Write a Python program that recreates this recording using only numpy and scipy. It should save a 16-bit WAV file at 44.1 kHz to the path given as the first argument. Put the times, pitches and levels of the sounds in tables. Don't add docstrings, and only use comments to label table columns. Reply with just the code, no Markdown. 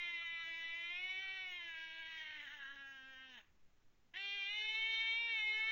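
import sys
import numpy as np
from scipy import signal
from scipy.fft import rfft, irfft, dct, next_fast_len
from scipy.io import wavfile
from scipy.ndimage import uniform_filter1d

SR = 44100
rng = np.random.default_rng(int(sys.argv[2]) if len(sys.argv) > 2 else 0)


def file_out(sig):
    cols = np.atleast_2d(sig).T
    lim = np.clip(cols, -1, 1)
    pcm = np.round(lim * 32767).astype(np.int16)
    wavfile.write(sys.argv[1], SR, pcm)


def invert_db(x):
    u = np.asarray(x, float) / 20
    return 10 ** u


N = 251811
CROSSOVER_HZ, BIN_HZ = 19 * SR / 256, SR / 256


def rms_one(x):
    return x / np.sqrt(np.mean(np.abs(x) ** 2) + 1e-20)


def evened(x):
    return x / np.sqrt(uniform_filter1d(x ** 2, size=2400) + 1e-9)


def in_time(tables):
    s, *columns = np.transpose(np.concatenate(tables))
    return [np.interp(np.arange(N) / SR, s, c) for c in columns]


def at_hz(points, hz):
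    f, level = np.transpose(points)
    return invert_db(np.interp(np.log(hz), np.log(f), level, -90, -90))


def coloured(x, points):
    size = next_fast_len(N)
    hz = np.arange(size // 2 + 1) * SR / size + 1e-3
    return irfft(rfft(x, size) * at_hz(points, hz), size)[:N]


def wander(rate_hz):
    r = np.exp(-2 * np.pi * rate_hz * 16 / SR)
    white = rng.standard_normal((2, N // 16 + 502))
    slow = signal.lfilter([1], [1, -2 * r, r * r], white[0] + 1j * white[1])[500:]
    return np.interp(np.arange(N) / 16, np.arange(len(slow)), rms_one(slow))


def peak(hz, centre_hz, width_hz):
    return 1 / (1 + 2j * (hz - centre_hz) / width_hz)


# frequency_hz [Hz], density_db [dB per Hz]
ROOM_HISS = [(60, 4), (150, 10), (320, 5), (600, -1), (1100, -2), (1500, -3), (2800, -5), (3600, -7),
             (4250, -9), (4500, -12), (5200, -10), (7100, -10), (7350, -21), (8100, -22), (8300, -45)]


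def room_tone():
    hiss = invert_db(-80) * rms_one(coloured(rng.standard_normal(N), ROOM_HISS))
    treble = signal.butter(4, CROSSOVER_HZ, "high", fs=SR, output="sos")
    top = signal.sosfiltfilt(treble, hiss)
    rumble = coloured(rng.standard_normal(N), [(1, 5.5), (10, -4), (25, -18), (60, -23), (120, -27.0)])
    return hiss - .7 * top * sounding() + invert_db(-68) * rms_one(rumble)


def room(x):
    t60_s, first_echo_s = .35, .008
    t = np.arange(int(.4 * SR)) / SR
    tail = rng.standard_normal(len(t)) * invert_db(-60 * t / t60_s) * (t > first_echo_s)
    return signal.fftconvolve(x, tail / np.sqrt(np.sum(tail ** 2)))[:N]


def sounding():
    t = np.arange(N) / SR
    first = np.exp(-np.clip(t - MEWS[0][-1][0] + 0.016, 0, 1) / 0.021)
    second = np.clip((t - MEWS[1][0][0]) / 0.0068, 0, 1)
    return first + second


def edges(start_s, end_s):
    t = np.arange(N) / SR
    start, end = MEWS[1][0][0], MEWS[0][-1][0]
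    before = t < (start + end) / 2
    near_start = np.exp(-(np.clip(t - start, 0, 9) / start_s) ** 2)
    near_end = np.exp(np.clip(t - end, -9, 0) / end_s)
    return ~before * near_start, before * near_end


# peak_s [s], rise_s [s], fall_s [s], pitch_change_hz [Hz], level_change_db [dB]
SWELLS = [(1.298, .68, .52, 54.5, 0), (.92, .2, .1, -3., -0.2), (2.475, .04, .025, -20., -2),
          (2.502, 0.022, 0.022, -0.9, -1.5), (2.544, 0.059, .08, 20.5, 0.8),
          (2.587, 0.082, 0.034, 1.7, -4.5), (2.758, .04, .01, 7, -11.5), (3.2, 0.059, 0.08, -0.2, 2),
          (3.3, 0.048, 0.058, -0.7, -5), (3.387, 0.038, 0.02, -3.5, -0.5), (4.31, 0.046, 0.0075, -0.1, 0),
          (5.268, .22, .14, 24.5, -2), (5.41, .06, .1, -4., -0.2)]


def swells():
    t = np.arange(N) / SR
    shapes = []
    for peak_s, rise_s, fall_s, *_ in SWELLS:
        distance = np.where(t < peak_s, (peak_s - t) / rise_s, (t - peak_s) / fall_s)
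        shapes.append(np.cos(np.pi / 2 * np.clip(distance, 0, 1)) ** 2)
    return np.array(SWELLS)[:, 3:].T @ np.array(shapes)


# start_s [s], pitch_hz [Hz]
PITCH = [
    [(0.0, 349.6), (0.33, 333.2), (1.87, 324.4), (2.16, 322.3), (2.42, 294.6), (2.63, 272.1), (2.88, 274.7),
     (3.0, 263.9), (3.4, 261.3)],
    [(4.135, 389.7), (4.35, 401.6), (4.42, 396.6), (4.485, 402.1), (4.55, 420.7), (4.81, 444),
     (5.07, 448.3), (5.52, 430), (5.66, 441.7)],
]


def pitch_line(swell_hz):
    scoop, drop = edges(0.032, .035)
    line = uniform_filter1d(in_time(PITCH)[0], size=2000)
    return uniform_filter1d(line + swell_hz - 57.8 * scoop - 59.97 * drop, size=500)


# start_s [s], roughness [0-1]
HOARSENESS = [
    [(0, .085), (0.85, .1), (1.1, .14), (1.6, .18), (2.1, .27), (2.42, .5), (2.6, .46), (2.72, .26),
     (2.95, .06)],
    [(4.2, .04), (4.47, .045), (4.54, .2), (4.7, .07), (5.0, .04)],
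]


def roughness(swell_db):
    rough = in_time(HOARSENESS)[0] + np.dot([.5, .8], edges(.05, .05))
    return np.clip(rough + .04 * np.clip(-swell_db - 1.5, 0, 20), 0, .9)


def folds(pitch, rough):
    phase = 2 * np.pi * np.cumsum(pitch) / SR
    cycle = np.exp(1j * (phase + 0.2 * rough * wander(74).real))
    lean = np.exp(.25j * phase)
    side = np.exp(-.39j * phase)
    partial = invert_db(6 * rough ** 1.5 * wander(140).real)
    for k in range(1, 15):
        partial = partial * cycle
        share = np.clip(rough * np.clip(k * pitch / 2000, .1, 1.15) ** 2.8, 0, .95)
        shimmer = invert_db(3.6 * wander(11.0).real)
        skirt = share * (.8 * wander(40) * lean + 2.0 * rough ** 1.6 * wander(180))
        under = invert_db(-14) * wander(24) * side * (1 < k < 5)
        yield k * pitch, shimmer * (np.sqrt(1 - share ** 2) + skirt + under) * partial


# frequency_hz [Hz], gain_db [dB]
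THROAT = [(2200, -12), (2450, -9.5), (2700, -4.5), (3000, -3.5), (3270, -1.5), (3400, -18.5)]


def throat(stack):
    return evened(coloured(stack, THROAT))


# frequency_hz [Hz], gain_db [dB]
CHEST = [(150, -38), (220, 13), (330, -0.5), (450, 1.5), (700, 3.5), (900, 9.5), (1250, 3.5), (1600, -25),
         (2200, -43)]


def chest(stack):
    breath = invert_db(-23) * 3.7 * rng.standard_normal(N)
    return evened(coloured(stack + breath, CHEST))


# frequency_hz [Hz], gain_db [dB]
TOP_LOW = [(3270, -2.5), (3600, 1), (3850, 0), (4150, -12.5), (4350, -9.5), (4500, -36.5)]
TOP_MID = [(4300, -24), (4600, -13.5), (5000, -5), (5400, -6.5), (5750, -1), (5950, -7), (6100, -5)]
TOP_HIGH = [(6000, -19.5), (6250, -13), (6450, 2), (6620, -2), (6750, -38.5)]
TOP_EDGE = [(6550, -33.5), (6700, -10.5), (7100, -4.5), (7250, -18), (7350, -21.5), (7900, -16.5),
            (8100, -28.5)]
TOP_HISS = [-14.5, -11., -6., -8.]
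# level_db [dB at strain -50 dB], strain_share [dB per dB], flicker_db [dB]
TOP_LEVELS = [
    (-57.5, 1.36, 2),
    (-74., 0.82, 2.5),
    (-83, 0.23, 5),
    (-94, 0.55, 7),
]


def rebuilt_treble(copies, pitch, rough, strain_db):
    hiss = invert_db(28 * rough - 5.5) * 5.6 * rng.standard_normal(N)
    hiss = hiss * (1 + .6 * np.cos(2 * np.pi * np.cumsum(pitch) / SR))
    shapes = TOP_LOW, TOP_MID, TOP_HIGH, TOP_EDGE
    levellers = evened, evened, rms_one, evened
    total = 0
    for hiss_db, shape, leveller, (level_db, follows, flicker_db) in zip(TOP_HISS, shapes, levellers, TOP_LEVELS):
        part = leveller(coloured(copies + invert_db(hiss_db) * hiss, shape))
        flicker = flicker_db * wander(8.1).real
        total = total + invert_db(level_db + follows * (strain_db + 50) + flicker) * part
    return total


# start_s [s], effort_db [dB], mouth_hz [Hz, resonance], strain_db [dB, throat], pharynx_db [dB]
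MEWS = [
    [(0.0, -40, 2197, -50.5, -63), (0.5, -43.5, 2080, -52, -61), (1.08, -41.5, 2270, -50, -65),
     (1.55, -46, 2100, -52, -52.5), (1.95, -54.5, 2122, -55, -52.5), (2.2, -47, 2085, -53.5, -59.5),
     (2.65, -49, 1716, -59, -56), (3.05, -55, 1653, -63, -66), (3.4, -56, 1800, -58, -63.5)],
    [(4.135, -54, 1830, -59.5, -63.5), (4.165, -45, 1925, -49.5, -67), (4.24, -46, 2308, -46.5, -64),
     (4.475, -41, 2347, -46.5, -62.5), (4.62, -41, 2130, -44, -61), (4.8, -38.5, 2266, -44, -58.5),
     (5.07, -36.5, 2253, -43, -58), (5.29, -35.5, 2450, -45, -53.5), (5.5, -35.5, 2100, -46, -55.5)],
]


def kitten():
    swell_hz, swell_db = swells()
    pitch, rough = pitch_line(swell_hz), roughness(swell_db)
    effort_db, mouth_hz, strain_db, pharynx_db = in_time(MEWS)
    chest_db = -63.5 + .25 * (effort_db + 41) + 7.5 * np.log2(pitch / 350)
    chest_db = chest_db + 8 * edges(0.032, .035)[1]
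    pitch = pitch + (1.5 + 14 * rough ** 2) * wander(14).real
    t = np.arange(N) / SR
    shifts = [(lowest * BIN_HZ, np.exp(2j * np.pi * shift * BIN_HZ * t))
              for lowest, shift in [(3, 16), (7, 28)]]
    mouth, pharynx, stack, copies = 0, 0, 0, np.zeros(N)
    for hz, partial in folds(pitch, rough):
        kept = np.clip((CROSSOVER_HZ - hz) / 90, 0, 1) * partial
        mouth = mouth + (kept * peak(hz, mouth_hz, 187) * peak(hz, mouth_hz, 1000.0)).real
        pharynx = pharynx + (kept * peak(hz, 1667, 200) ** 3).real
        stack = stack + kept.real
        for lowest_hz, carrier in shifts:
            copies += (kept * carrier).real * (hz > lowest_hz)
    voice = invert_db(effort_db + swell_db - 4.0) * evened(mouth)
    voice = voice + invert_db(pharynx_db + swell_db) * pharynx
    voice = voice + invert_db(strain_db + .5 * swell_db) * throat(stack)
    voice = voice + invert_db(chest_db) * chest(stack)
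    return sounding() * (voice + rebuilt_treble(copies, pitch, rough, strain_db))


def scene():
    mew = kitten()
    return (mew + invert_db(-19) * room(mew) + room_tone())[None]


# frequency_hz [Hz], step_db [dB]
CHANNEL_STEP = [(20, -30), (450, -14), (700, -5), (1150, 1), (1500, 2), (2500, 3), (3000, -4), (3400, -24),
                (9000, -44), (13000, -9), (22000, -9)]


def narrow_channel(x, size=4096):
    half, count = size // 2, N // size + 2
    padded = np.pad(x, (size, count * size - N), "reflect")
    window = np.sin(np.pi * (np.arange(2 * size) + .5) / (2 * size))
    frames = np.array([padded[i * size:(i + 2) * size] for i in range(count)]) * window
    a, b, c, d = np.split(frames, 4, axis=1)
    lines = dct(np.hstack([-c[:, ::-1] - d, a - b[:, ::-1]]), type=4, norm="ortho")
    level_db = 10 * np.log10(np.mean(lines[:, 90:] ** 2, axis=1, keepdims=True) + 1e-12)
    sudden = np.diff(level_db, axis=0, prepend=0) > 12
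    step = invert_db(-52 + .5 * (level_db + 40) - 40 * sudden)
    step = step * at_hz(CHANNEL_STEP, (np.arange(size) + .5) * SR / 2 / size)
    coarse = np.floor(np.abs(lines / step) ** .75 + .4054)
    back = dct(np.sign(lines) * coarse ** (4 / 3) * step, type=4, norm="ortho")
    p, q = back[:, :half], back[:, half:]
    frames = np.hstack([q, -q[:, ::-1], -p[:, ::-1], -p]) * window
    return (frames[1:, :size] + frames[:-1, size:]).ravel()[:N]


def roll_off(x):
    return signal.sosfilt(signal.butter(12, 15720, fs=SR, output="sos"), x)


def record(dry):
    mirrored = dry * (-1) ** np.arange(N)
    band = signal.cheby2(10, 80, [13900, 16400], "band", fs=SR, output="sos")
    image = invert_db(-2.5) * signal.sosfilt(band, mirrored)
    mix = narrow_channel((dry + image)[0])[None]
    return roll_off(mix)


dry = scene()
out = record(dry)
file_out(out)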